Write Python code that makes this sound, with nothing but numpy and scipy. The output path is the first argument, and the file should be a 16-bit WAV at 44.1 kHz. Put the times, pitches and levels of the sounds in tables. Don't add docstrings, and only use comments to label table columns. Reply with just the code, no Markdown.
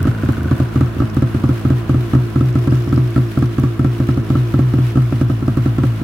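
import sys
import numpy as np
from scipy import signal
from scipy.fft import rfft, irfft
from scipy.io import wavfile
from scipy.ndimage import uniform_filter1d, minimum_filter1d

SR = 44100
rng = np.random.default_rng(int(sys.argv[2]) if len(sys.argv) > 2 else 0)


def store_wav(level_fs):
    pcm = np.round(np.clip(np.atleast_2d(level_fs), -1, 1) * 32767)
    wavfile.write(sys.argv[1], SR, pcm.T.astype(np.int16))


N = 265923

# [t/s, relative pop level/dB]
FIRINGS = [(0.0126, -6.5), (0.0522, -0.4), (0.071, 2.6), (0.2327, -1), (0.2875, 2.2), (0.378, -5),
           (0.4159, -7.5), (0.454, -4.5), (0.5111, 3.8), (0.5995, 2), (0.7569, 3.0), (0.8082, 4.6),
           (0.965, -7), (1.0012, 2), (1.0186, 0), (1.1673, 2), (1.2219, 3.0), (1.3452, 0.5), (1.4374, 3),
           (1.4901, 2.5), (1.65, 2.5), (1.7027, 3.5), (1.8933, 2.5), (1.9426, 0.9), (2.133, 3.5),
           (2.1496, 3.5), (2.3578, 3), (2.4072, 1.5), (2.554, 3), (2.6734, 2.5), (2.7215, 1.5),
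           (2.8734, -3.3), (2.9258, 3), (2.9746, 1.5), (3.1606, 2.5), (3.1773, 2), (3.3729, 2), (3.4235, 3),
           (3.5823, 3.0), (3.6349, 2.5), (3.7932, 2.5), (3.8453, 3), (3.9997, 1.5), (4.0872, 2.5),
           (4.173, 1), (4.3016, 2), (4.3523, 2), (4.5397, 3.0), (4.5896, 3.0), (4.7365, 2), (4.7847, -0.7),
           (4.9553, 0.7), (4.9714, 3), (5.123, 0), (5.2117, 2.5), (5.2978, 0.6), (5.4235, -3), (5.479, 2),
           (5.5709, 1.5), (5.6582, 2), (5.7827, 1.2), (5.8349, 2), (6.0135, -5.5)]
# [t/s, nose vent level/dB, airbox level/dB, buzzing bracket level/dB, body clatter level/dB]
FACING = [(0, 2, -11, -73, -29), (.6, -2, 2.5, -65, -30), (1.1, -4.5, -0.5, -58, -30.5),
          (2, -4.5, 4.5, -66, -31), (2.7, -14, 4.5, -53, -32), (3.5, -13, 4, -58, -34.5),
          (4.4, -13, 3.5, -59, -32), (5.1, -29, -5, -56, -33), (6.03, -31, -8, -65, -33)]


def from_db(db):
    return 10 ** (np.asarray(db) / 20)


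def rms_one(x):
    return x / np.sqrt(np.mean(x ** 2) + 1e-20)


def in_time(rows):
    s, *columns = np.transpose(rows)
    t = np.arange(N) / SR
    return [np.interp(t, s, column) for column in columns]


def at_hz(points, hz):
    point_hz, values = np.array(points).T
    return np.interp(np.log(hz), np.log(point_hz), values)


def clicks(times, gains):
    at = np.round(times * SR).astype(int)
    out = np.full(N, 1e-18)
    inside = (at >= 0) & (at < N)
    np.add.at(out, at[inside], gains[inside])
    return out


def cut(x, hz, kind, order=2):
    sections = signal.butter(order, min(hz, .45 * SR), kind, fs=SR, output="sos")
    return signal.sosfilt(sections, x)


def resonate(x, hz, width):
    r = np.exp(-np.pi * width / SR)
    zeros = np.array([1, 0, -1]) * (1 - r * r) / 2
    poles = [1, -2 * r * np.cos(2 * np.pi * hz / SR), r * r]
    return signal.lfilter(zeros, poles, x)


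def fade(x, seconds):
    return signal.lfilter([1], [1, -np.exp(-1 / (seconds * SR))], x)


def swell(pulses, seconds):
    phase = np.clip(np.arange(-128, 129) / (seconds * SR / 2), -1, 1)
    hump = np.cos(np.pi / 2 * phase) ** 2
    return signal.fftconvolve(pulses, hump / hump.sum(), "same")


def surge(per_s):
    values = rng.standard_normal(400)
    return rms_one(np.interp(np.arange(N) * per_s / SR, np.arange(400), values))


def stereo_noise(spectrum=((20, 0), (20000, 0))):
    # [f/Hz, left-right likeness]
    likeness = [(400, 0.55), (800, 0.49), (1500, 0.23), (3000, 0.093), (6000, 0), (16000, 0)]
    hz = np.maximum(np.fft.rfftfreq(N, 1 / SR), 1)
    alike = np.clip(at_hz(likeness, hz), -1, 1)
    mid, side = rfft(rng.standard_normal((2, N))) * from_db(at_hz(spectrum, hz))
    ears = np.sqrt(1 + alike) * mid + np.sqrt(1 - alike) * side * [[1], [-1]]
    return rms_one(irfft(ears, N))


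def unfired_strokes():
    # [t/s, relative level/dB]
    hum = [(0, 1), (.6, -1.5), (1.1, 1), (2.1, 0.8), (2.5, 2), (2.9, 2.5), (3.2, 1.5), (3.7, 0.9), (4.2, 2),
           (4.7, 3), (6.03, 5.5)]
    cold_speed, warm_speed, warm_up_s = 55.0, 58.3, 2.0
    coast_down = 60.0
    pump_db, db_per_speed, sag_db_per_s = 3, 0.25, 19.5
    times, levels = [0.], [pump_db]
    for (start, _), (end, _) in zip(FIRINGS, FIRINGS[1:]):
        gap = end - start
        idle = np.interp(start, [0, warm_up_s], [cold_speed, warm_speed])
        count = max(1, round(idle * gap))
        kicked = count / gap + coast_down * gap / 2
        speeds = np.sqrt(kicked ** 2 - 2 * coast_down * np.arange(1, count))
        since = (kicked - speeds) / coast_down
        times += list(start + since)
        levels += list(pump_db + db_per_speed * (speeds - warm_speed) - sag_db_per_s * since)
    return np.array(times), np.array(levels) + np.interp(times, *np.transpose(hum))


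def pipe(pulses, modes):
    return sum(np.sign(polarity) * from_db(db) * resonate(pulses, hz, width)
               for hz, width, db, polarity in modes)


def exhaust(fired, pop_db, coasted, pump_db, pop_s=0.003, pump_s=0.002, pop_gain_db=1.85, echo_db=-15):
    # [f/Hz, width/Hz, relative level/dB, polarity]
    pop_modes = [(97.2, 72.6, 46.5, 1), (119.6, 137.6, 50, -1), (128.1, 17.2, 48.5, 1),
                 (173.6, 54.5, 36.5, 1), (194.2, 177.5, 46.5, 1), (236.25, 20.1, 44, 1),
                 (240.6, 72.2, 48.5, -1), (311.5, 53, 33, 1), (339, 27.4, 32, 1)]
    pump_modes = [(59.5, 4.6, 9.5, 1), (117.8, 94, 31, 1), (127.4, 20.2, 39, -1), (189, 109, 26, -1),
                  (216.4, 43, 23, 1), (276, 48, 17.5, 1)]
    nose_modes = [(81, 8.1, 39.5, 1), (102.3, 21, 36, -1), (220.3, 11, 23, 1)]
    airbox_modes = [(347, 28, 22.5, -1), (379.7, 31, 8, -1)]
    pump_lag_s, pipe_trip_s = .0032, .0146
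    nose_db, airbox_db, _, _ = in_time(FACING)
    uneven_db = rng.normal(0, .3, len(coasted))
    blasts = swell(clicks(fired, from_db(pop_db + pop_gain_db)), pop_s)
    puffs = swell(clicks(coasted + pump_lag_s, from_db(pump_db + uneven_db)), pump_s)
    pops = pipe(blasts, pop_modes)
    delayed = np.pad(pops, (round(pipe_trip_s * SR), 0))[:N]
    returned = cut(delayed, 200, "high")
    nose = from_db(nose_db) * pipe(puffs + blasts, nose_modes)
    airbox = from_db(airbox_db) * pipe(puffs + blasts, airbox_modes)
    muffler = signal.butter(5, 410, fs=SR, output="sos")
    pumping = signal.sosfiltfilt(muffler, pipe(puffs, pump_modes) + nose + airbox)
    return pops + from_db(echo_db) * returned + pumping


def crack(fired, crack_db, gas_db=25.5, front_db=46, tail_db=-20, tail_s=0.11, spray_db=-23):
    # [f/Hz, width/Hz, relative level/dB]
    shell_modes = [(528, 22.5, 2.5), (642, 84, -2.5), (808, 130, -6), (1050, 400, -8.5), (1142, 66, 0),
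                   (1316, 68, 2), (1474, 330, -5), (1552, 160, -3)]
    burst_s = .006
    blows = clicks(fired, from_db(crack_db))
    envelope = fade(blows, burst_s) + from_db(tail_db) * fade(blows, tail_s)
    gas = from_db(gas_db) * stereo_noise() * envelope
    drive = gas + from_db(front_db) * blows
    shell = sum((-1) ** k * from_db(db) * resonate(drive, hz, width)
                for k, (hz, width, db) in enumerate(shell_modes))
    spray = cut(cut(gas, 1500, "high"), 3000, "low", order=1)
    return shell + from_db(spray_db) * spray


def clatter(strokes, knock_s=0.0056, knock_share=0.061, surge_db=1.44):
    # [f/Hz, relative spectral level/dB]
    body_colour = [(30, -30), (55, -1.5), (220, -4), (380, -5.5), (460, -9.5), (586, -15), (650, -9),
                   (898, -21), (980, -12), (1310, -15), (1440, -13.5), (2200, -28), (2860, -26),
                   (4840, -120)]
    bright_colour = [(1060, -6), (1800, -1.5), (2080, -3.5), (2980, -5), (6500, -19.5), (8450, -43),
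                     (14300, -120)]
    hiss_colour = [(3240, -0.5), (5500, -4.5), (6690, -5), (9740, -5), (11900, -3.5), (13700, -5.5),
                   (15100, -7), (15600, -7), (16000, -5.5)]
    bright_db, hiss_db = -42, -48
    knocks = fade(clicks(strokes, from_db(rng.normal(0, 6.3, len(strokes)))), knock_s)
    rattles = [fade((rng.random(N) < 170 / SR) * from_db(rng.normal(0, 3, N)), .0012) for _ in range(2)]
    *_, body_db = in_time(FACING)
    rush_db = surge_db * surge(24.1)
    body_beat = rms_one(1 + knock_share * knocks)
    bright_beat = rms_one(1 + 0.29 * knocks + 0.47 * rattles[0])
    hiss_beat = rms_one(1 + 0.39 * knocks + 0.18 * rattles[0] + 0.26 * rattles[1])
    body = from_db(body_db) * stereo_noise(body_colour) * body_beat
    bright = from_db(bright_db + rush_db) * stereo_noise(bright_colour) * bright_beat
    hiss = from_db(hiss_db + rush_db) * stereo_noise(hiss_colour) * hiss_beat
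    return body + bright + hiss * from_db([[.5], [2.7]])


def tapped(strokes, hz, width):
    times = strokes + rng.uniform(0, .012, len(strokes))
    taps = fade(clicks(times, from_db(rng.normal(0, 4, len(strokes)))), .002)
    return rms_one(resonate(taps * rng.standard_normal((2, N)), hz, width))


def metal(strokes, level_db=-52, bracket_hz=5300, bracket_width=600):
    # [f/Hz, width/Hz, relative level/dB]
    metal_modes = [(2200, 45, 4), (2494, 60, -0.5), (2942, 110, 4), (3450, 61, 1.5), (4060, 90, -1),
                   (8600, 79, -7), (10600, 180, -7), (11870, 190, -4)]
    block = sum(from_db(db) * tapped(strokes, hz, width) for hz, width, db in metal_modes)
    bracket = from_db(in_time(FACING)[2]) * tapped(strokes, bracket_hz, bracket_width)
    return from_db(level_db) * rms_one(block) + bracket


def clutch(strokes, level_db=17, ring_hz=1475, width=60, scuff_db=-35):
    lead_s = 0.0083
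    until_s, fade_db_per_s = 0.47, 30
    times = strokes[1::2] - lead_s
    hit_db = level_db - fade_db_per_s * np.maximum(0, times - until_s)
    hits = clicks(times, from_db(hit_db))
    scuff = from_db(scuff_db) * fade(hits, 0.0032) * stereo_noise()
    return resonate(hits + scuff, ring_hz, width)


def panel_ticks(strokes, level_db=-6.5):
    # [t/s, relative level/dB]
    loud_ticks = [(0.029, -16.5), (0.3225, -24), (0.432, -24), (1.1453, -22), (2.6388, -27), (2.942, -26),
                  (3.3892, -24), (3.5976, -22)]
    tick_chance, faint_db = .04, -28
    times, tick_db = np.transpose(loud_ticks)
    shaken = rng.random(len(strokes)) < tick_chance
    hits = clicks(times, from_db(tick_db)) + clicks(strokes, shaken * from_db(faint_db))
    envelope = from_db(level_db) * fade(hits, .0015)
    return cut(stereo_noise() * envelope, 3000, "high")


def whistle(level_db=-2, hz=15086, width=110):
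    # [t/s, relative level/dB]
    whistle_level = [(0, -74), (2, -72), (4.3, -69), (4.7, -57), (5.3, -66), (6.03, -68)]
    line = resonate(resonate(stereo_noise(), hz, width), hz, width)
    return from_db(in_time(whistle_level)[0] + level_db) * rms_one(line)


def garage(x, wet_db=-15):
    t60_s = 0.21
    t = np.arange(SR // 2) / SR
    tail = rng.standard_normal((2, len(t))) * from_db(-60 * t / t60_s) * (t > .003)
    tail /= np.sqrt(np.sum(tail ** 2, axis=1, keepdims=True))
    upper = cut(x, 220, "high", order=4)
    return from_db(wet_db) * signal.fftconvolve(upper[None], tail, axes=1)[:, :N]


def scene():
    # [t/s, relative level/dB]
    crack_level = [(0, -33), (1.4, -36), (3, -36), (4.4, -36), (5.3, -34.5), (6.03, -33.5)]
    crack_growth = 1.69
    fired, pop_db = np.transpose(FIRINGS)
    coasted, pump_db = unfired_strokes()
    strokes = np.sort(np.r_[fired, coasted])
    boom = cut(exhaust(fired, pop_db, coasted, pump_db), 36, "high")
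    standing = from_db(-10.0) * resonate(cut(boom, 62, "high", order=1), 335, 144) * [[-1], [1]]
    crack_db = np.interp(fired, *np.transpose(crack_level)) + crack_growth * pop_db
    machine = clatter(strokes) + metal(strokes) + clutch(strokes) + panel_ticks(strokes) + whistle()
    return boom + standing + garage(boom) + crack(fired, crack_db) + machine


def record(dry, top=0.93):
    cutoff_hz = 15900
    need = np.minimum(1, top / (np.abs(dry).max(axis=0) + 1e-9))
    gain = uniform_filter1d(minimum_filter1d(need, size=301), size=301)
    low_pass = signal.ellip(10, .05, 70, cutoff_hz, fs=SR, output="sos")
    return signal.sosfiltfilt(low_pass, dry * gain)


dry = scene()
out = record(dry)
store_wav(out)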